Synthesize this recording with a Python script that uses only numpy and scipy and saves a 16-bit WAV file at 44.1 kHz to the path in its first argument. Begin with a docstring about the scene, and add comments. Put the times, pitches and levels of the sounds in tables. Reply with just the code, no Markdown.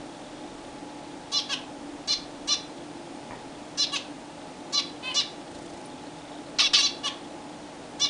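"""Zebra finches call to each other in a wire cage in a small, fairly live room.
Each call is a short nasal buzz: syrinx pulses near 570 Hz, coloured by throat and beak,
with an arch or a fall in pitch. One bird flits across the cage, claws and beak tick on the wire,
and something knocks once. Underneath lie faint ticking, a fan-like hum and hiss,
and a low rumble that swells when the microphone moves."""
import sys
import numpy as np
from scipy import signal
from scipy.fft import rfft, irfft
from scipy.io import wavfile

SR = 44100
rng = np.random.default_rng(int(sys.argv[2]) if len(sys.argv) > 2 else 0)


def materialize(psi):
    """Save the field psi as 16-bit PCM at rate SR to the path in sys.argv[1].

    A 1-D psi becomes a single channel; in a 2-D psi each row is a channel.
    """
    bounded = np.clip(np.atleast_2d(psi).T, -1, 1)
    quanta = np.round(bounded * 32767).astype(np.int16)
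    wavfile.write(sys.argv[1], SR, quanta)


N = 356769
TIME = np.arange(N) / SR


def finch_voice(calls, course, throat, sharpen_per_db, sink_octaves, rasp_db, breath_db, tilt_db,
                comb_gain, jitter=0.0429, flutter_hz=700, beak_octaves=0.068, smear=0.223,
                wander_db=4.0, wander_hz=70):
    """Syrinx pulses follow a gesture; their harmonics slide through throat and beak resonances."""
    out = np.zeros(N)
    harmonics = np.arange(1, 25)[:, None]
    shares, *curves = np.transpose(course)
    breath = from_db(breath_db) * noise(lambda f: from_db(at_hz(throat, f)) * (f > throat[0][0]))
    for start, length, pitch_hz, level_db, beak_hz, beak_db, comb_ms in calls:
        at, size = round(start * SR), int(length * SR)
        along = np.linspace(0, 1, size)
        semitones, effort_db, rough = (np.interp(along, shares, curve) for curve in curves)
        # the pulses turn irregular as the pitch collapses
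        f0 = pitch_hz * 2 ** (semitones / 12) * (1 + jitter * rough * wobble(size, flutter_hz))
        hz = harmonics * f0
        phase = 2 * np.pi * np.cumsum(f0) / SR
        octaves = np.log2(hz / beak_hz)
        beak = beak_db * np.exp(-.5 * (octaves / beak_octaves) ** 2)
        wander = wander_db * np.array([wobble(size, wander_hz) for _ in harmonics])
        # resonances sink as the beak closes (rise if sink_octaves < 0) and sharpen with effort
        colour = at_hz(throat, hz * 2 ** (sink_octaves * (along - .5))) + beak
        colour *= 1 + sharpen_per_db * effort_db
        gains = from_db(colour + wander + tilt_db * octaves) * (hz < SR / 4)
        gains /= np.sqrt(np.sum(gains ** 2, axis=0) / 2)
        depth = from_db(rasp_db) * rough
        flutter = np.array([wobble(size, flutter_hz) for _ in harmonics])
        rasp = (1 + depth * flutter) / np.sqrt(1 + depth ** 2)
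        # the throat smears each pulse, and a puff of air goes with it
        buzz = np.sum(gains * rasp * np.cos(harmonics * phase + smear * harmonics ** 2), axis=0)
        buzz += np.roll(breath, -at)[:size] * (1 + np.cos(phase))
        call = buzz * from_db(level_db + effort_db) * signal.windows.tukey(size, .06)
        # a short delayed copy colours each call's harmonics differently
        steps = np.arange(size + SR // 50)
        direct = np.pad(call, (0, SR // 50))
        delayed = np.interp(steps - comb_ms * SR / 1000, np.arange(size), call)
        out[at:at + len(steps)] += (direct + comb_gain * delayed)[:N - at]
    return out


def gesture(crest, onset_semitones, sag_semitones, collapse_semitones, attack, release_db, rough,
            swell_db=0, burst_db=0, burst_rough=0, burst_share=0.3, collapse_share=0.1754,
            onset_rough=0.11, collapse_rough=0.31):
    """Pitch curves in, sags, then collapses as the pressure goes; the voice roughens at both ends."""
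    along = np.linspace(0, 1, 64)
    approach = np.maximum(1 - along / crest, 0) ** 2
    sag = np.maximum((along - crest) / (1 - crest), 0) ** 2
    collapse = np.maximum(1 - (1 - along) / collapse_share, 0) ** 2
    burst = np.exp(-(along / burst_share) ** 4)
    semitones = onset_semitones * approach - sag_semitones * sag - collapse_semitones * collapse
    pressure = 1 - np.exp(-(along + along[1]) / attack)
    effort_db = 20 * np.log10(pressure) + swell_db * (along - .5)
    effort_db += burst_db * burst - release_db * collapse
    roughness = rough + onset_rough * approach + collapse_rough * collapse + burst_rough * burst
    # (position in the call [0-1], bend [semitones], effort [dB], roughness [0-1])
    return np.transpose([along, semitones, effort_db, np.clip(roughness, 0, 1)])


def contact_calls():
    """Short nasal calls: an even arch of pitch that swells slowly."""
    # (start [s], length [s], pitch [Hz], level [dB], beak peak [Hz], its gain [dB], colour delay [ms])
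    calls = [(1.315, 0.089, 586.6, -26, 5170, 2, 3.68), (2.073, .071, 594.7, -25, 4260, 3.5, 4.58),
             (2.472, 0.077, 593.5, -25, 4130, -1.5, 1.2), (3.772, 0.08, 585.6, -25, 4170, 0, 2.93),
             (4.723, 0.083, 587, -25, 5000, 5.5, 3.47), (5.140, .076, 586.7, -24, 5300, 1, 5.09),
             (6.806, 0.073, 582, -24, 3400, 5.5, 4.42), (7.995, .074, 588, -24.5, 3500, 7.5, 1.7)]
    # throat colour: (frequency [Hz], gain [dB])
    throat = [(580, -36), (1170, -17), (1750, -25.5), (2330, -17), (2920, -9), (3500, -5), (4100, 0.5),
              (4700, -5.5), (5300, -4), (5900, -5), (6500, -13.5), (7050, -18), (7600, -24), (10000, -36.5)]
    arch = gesture(crest=0.462, onset_semitones=-1.864, sag_semitones=1.693, collapse_semitones=3.5,
                   attack=0.2, release_db=14.5, rough=0.093, swell_db=2.5,
                   collapse_share=0.198, collapse_rough=0.48)
    return finch_voice(calls, arch, throat, sharpen_per_db=0.047, sink_octaves=0.16,
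                       rasp_db=7.0, breath_db=-17.5, tilt_db=-1.26, comb_gain=0.33)


def sharp_calls():
    """Loud calls: a harsh burst swoops down two octaves onto a held note."""
    # (start [s], length [s], pitch [Hz], level [dB], beak peak [Hz], its gain [dB], colour delay [ms])
    calls = [(6.585, .092, 568.7, -25, 3400, 1.8, 5.6), (6.732, .085, 565.2, -23, 4240, 6.1, 4.24)]
    # throat colour: (frequency [Hz], gain [dB])
    throat = [(570, -20), (1100, -15), (1700, -15.5), (2300, -10.5), (2850, -4.5), (3450, -3), (4100, 0),
              (5000, -4), (5800, -3.5), (6600, -24), (7600, -25.5), (10000, -31)]
    swoop = gesture(crest=.53, onset_semitones=25, sag_semitones=0.76, collapse_semitones=2.2,
                    attack=0.029, release_db=6, rough=.19, burst_db=6.5, burst_rough=.42)
    return finch_voice(calls, swoop, throat, sharpen_per_db=0.0053, sink_octaves=0.036,
                       rasp_db=2, breath_db=-8.5, tilt_db=-.5, comb_gain=0.42)


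def falling_calls():
    """Quieter answers that crest early, slide down and turn hoarse."""
    # (start [s], length [s], pitch [Hz], level [dB], beak peak [Hz], its gain [dB], colour delay [ms])
    calls = [(1.487, 0.062, 564.6, -28.5, 2740, 7.7, 3.13), (3.918, 0.059, 573, -28.5, 2970, 3.7, 3.51),
             (7.031, .060, 587, -28.7, 3420, 4.2, 3.76)]
    # throat colour: (frequency [Hz], gain [dB])
    throat = [(560, -24.5), (1080, -6.5), (1650, -15), (2250, -11), (2900, 0), (3400, -1.5), (4100, -3),
              (5000, -9), (5900, -9), (7000, -14), (8400, -22.5), (9700, -23.5)]
    fall = gesture(crest=0.285, onset_semitones=-1.65, sag_semitones=3.8, collapse_semitones=1.65,
                   attack=0.2, release_db=13, rough=0.11, swell_db=5.0, collapse_share=.22)
    return finch_voice(calls, fall, throat, sharpen_per_db=.015, sink_octaves=-.06,
                       rasp_db=7, breath_db=-17, tilt_db=-1.3, comb_gain=0.12)


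def soft_call():
    """A low, clean, nearly level note that drops away at its end."""
    # (start [s], length [s], pitch [Hz], level [dB], beak peak [Hz], its gain [dB], colour delay [ms])
    calls = [(5.024, .104, 518, -34.5, 3100, 3, 1.92)]
    # throat colour: (frequency [Hz], gain [dB])
    throat = [(520, -32), (1040, -5.5), (1560, -15), (2080, -10.5), (2600, -1), (3100, -0.5), (3650, -8.5),
              (4700, -11), (6000, -29), (7500, -27), (10000, -28)]
    held = gesture(crest=0.57, onset_semitones=-0.81, sag_semitones=1.62, collapse_semitones=6.7,
                   attack=0.22, release_db=18, rough=.03, collapse_share=0.12)
    return finch_voice(calls, held, throat, sharpen_per_db=.015, sink_octaves=.04,
                       rasp_db=4, breath_db=-16, tilt_db=0, comb_gain=0.32, wander_db=2)


def wings(take_off_s=5.54, flight_s=.3, edge_s=0.036, beat_hz=27, level_db=-54, fade_db_per_s=13):
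    """Each wingbeat rustles feathers and puffs air, fading as the bird glides in to land."""
    beats = (.5 + .5 * np.cos(2 * np.pi * beat_hz * TIME + wobble(N, 8))) ** 2
    feathers = noise(lambda f: f / (f ** 2 + 4000 ** 2))
    whump = from_db(1) * noise(lambda f: f / (1 + (f / 150) ** 3))
    flown_s = np.clip(TIME - take_off_s, 0, flight_s)
    airborne = np.exp(-((TIME - take_off_s - flown_s) / edge_s) ** 2)
    return (feathers + whump) * rms_one(beats) * airborne * from_db(level_db - fade_db_per_s * flown_s)


def knock():
    """A dull knock with two small rebounds."""
    # impacts: (time [s], level [dB])
    hits = [(3.3085, -29), (3.316, -37), (3.332, -34.5)]
    # modes of the struck body: (frequency [Hz], gain [dB], t60 [s])
    modes = [(101, -19, .06), (296, -0.5, 0.026), (560, -11, 0.018), (946, -1, 0.02), (1260, -10, 0.018),
             (1820, -6, 0.015), (2380, -8, .018)]
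    clicks = clicks_at(hits)
    return sum((-1) ** i * from_db(db) * ring(clicks, hz, t60) for i, (hz, db, t60) in enumerate(modes))


def cage_ticks():
    """Claws and beak set a cage wire ringing briefly."""
    # light touches: (time [s], level [dB], ring [Hz])
    touches = [(5.857, -40, 9570), (6.068, -44, 4330)]
    return sum(ring(clicks_at([(s, db)]), hz, t60=0.02) for s, db, hz in touches)


def even_ticking(per_s=29.9):
    """Short runs of tiny ticks at a steady rate."""
    # tick runs: (start [s], end [s], level [dB])
    runs = [(0.249, 0.66, -44), (6.186, 6.40, -40)]
    ticks = [(s, db) for start, end, db in runs for s in np.arange(start, end, 1 / per_s)]
    return ring(clicks_at(ticks), hz=3650, t60=.012)


def faint_patter(per_s=45, level_db=-66, centre_hz=3750, t60=0.0069):
    """Tiny irregular ticks, each ringing at one of six close pitches."""
    clicks = (rng.random(N) < per_s / SR) * rng.uniform(0.28, 1, N)
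    pitches = centre_hz * np.geomspace(.9, 1.13, 6)
    choice = rng.integers(0, 6, N)
    patter = sum(ring(clicks * (choice == i), hz, t60) for i, hz in enumerate(pitches))
    return from_db(level_db) * rms_one(patter)


def fan(air_db=-42):
    """A steady bed of moving air with a few wavering tones."""
    # air colour: (frequency [Hz], gain [dB])
    air_colour = [(25, -17.5), (50, -15), (95, -11), (170, -2), (205, -5), (275, 4.5), (385, -5), (600, -2),
                  (860, -4), (1050, -11.5), (1400, -13.5), (2200, -17), (3500, -18.5), (6000, -22.5),
                  (10000, -27.5)]
    # hum tones: (frequency [Hz], rms level [dB], waver [Hz])
    tones = [(295.8, -49, 3.19), (341.4, -53.5, 1.524), (846, -54.5, 0.91), (1150, -68.5, 6.7),
             (8950, -72, 7.3)]
    bed = from_db(air_db) * noise(lambda f: from_db(at_hz(air_colour, f)) * (f > 18))
    for hz, db, waver_hz in tones:
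        phase = 2 * np.pi * np.cumsum(hz + waver_hz * wobble(N, 12)) / SR
        bed += from_db(db) * rms_one(np.sin(phase) * (1 + 0.4 * wobble(N, 9)))
    return bed


def handling(still_db=-69, corner_hz=42):
    """Deep rumble that swells each time the microphone is moved."""
    # rumble swells: (centre [s], half width [s], level [dB])
    moves = [(.63, .2, -59), (2.3, 0.39, -65), (6.7, 0.11, -60)]
    swells = sum(from_db(db) * np.exp(-((TIME - s) / width) ** 2) for s, width, db in moves)
    return (from_db(still_db) + swells) * noise(lambda f: f / (1 + (f / corner_hz) ** 4))


def room(x, early_db, tail_db, early_s=0.0023, gap_s=0.0021):
    """Dense early echoes from the near wall and cage, then a tail that dies sooner in the treble."""
    # room decay: (frequency [Hz], t60 [s])
    decay = [(200, 0.6), (1200, 0.39), (4000, 0.33), (9000, 0.14)]
    t = TIME[:SR * 3 // 4]
    white = rfft(rng.standard_normal(len(t)))
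    freqs = np.fft.rfftfreq(len(t), 1 / SR)
    tail = 0
    for hz, t60 in decay:
        band = at_hz([(f, f == hz) for f, _ in decay], freqs)
        tail = tail + irfft(white * band, len(t)) * np.exp(-np.log(1000) * t / t60)
    tail *= 1 - np.exp(-t / early_s)
    tail *= np.sqrt(2 * np.log(1000) / (decay[2][1] * SR))  # about unity gain at 4 kHz
    early = rng.standard_normal(len(t)) * np.exp(-t / early_s) * (t > gap_s)
    echoes = from_db(early_db) * early / np.linalg.norm(early) + from_db(tail_db) * tail
    return x + signal.fftconvolve(x, echoes)[:N]


def from_db(db):
    """Decibels to gain."""
    return 10 ** (np.asarray(db) / 20)


def rms_one(x):
    """Scale to rms 1."""
    return x / np.sqrt(np.mean(x ** 2) + 1e-20)


def at_hz(points, hz):
    """Read a curve on a log-frequency axis."""
    freqs, values = np.transpose(points)
    return np.interp(np.log(np.maximum(hz, 1)), np.log(freqs), values)


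def noise(gain_at):
    """Noise of rms 1, coloured by a gain over frequency."""
    white = rfft(rng.standard_normal(2 ** 19))
    freqs = np.fft.rfftfreq(2 ** 19, 1 / SR)
    return rms_one(irfft(white * gain_at(freqs))[:N])


def wobble(size, rate_hz):
    """Random modulation that glides between values of spread 1."""
    steps = np.arange(size) * rate_hz / SR
    return np.interp(steps, np.arange(1024), rng.standard_normal(1024))


def ring(clicks, hz, t60):
    """A unit click sets a decaying sine of height 1 ringing."""
    radius = np.exp(-np.log(1000) / (t60 * SR))
    angle = 2 * np.pi * hz / SR
    return signal.lfilter([0, np.sin(angle)], [1, -2 * radius * np.cos(angle), radius ** 2],
                          clicks + 1e-18)


def clicks_at(rows):
    """One click for each (time [s], level [dB])."""
    out = np.zeros(N)
    for s, db in rows:
        out[round(s * SR)] = from_db(db)
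    return out


def scene():
    """The birds and small cage sounds in the room, over the hum, in mono."""
    birds = room(contact_calls() + soft_call() + falling_calls() + cage_ticks(),
                 early_db=-8, tail_db=-3.5)
    birds += room(sharp_calls(), early_db=-2.5, tail_db=-9.0)
    thud = room(knock(), early_db=-10, tail_db=2.5)
    patter = room(faint_patter(), early_db=-2, tail_db=-11)
    return (birds + thud + patter + even_ticking() + wings() + fan() + handling())[None]


def record(dry):
    """A steep low-pass cuts the top near 10 kHz."""
    return signal.sosfilt(signal.ellip(10, .2, 70, 9980, fs=SR, output="sos"), dry)


dry = scene()
out = record(dry)
materialize(out)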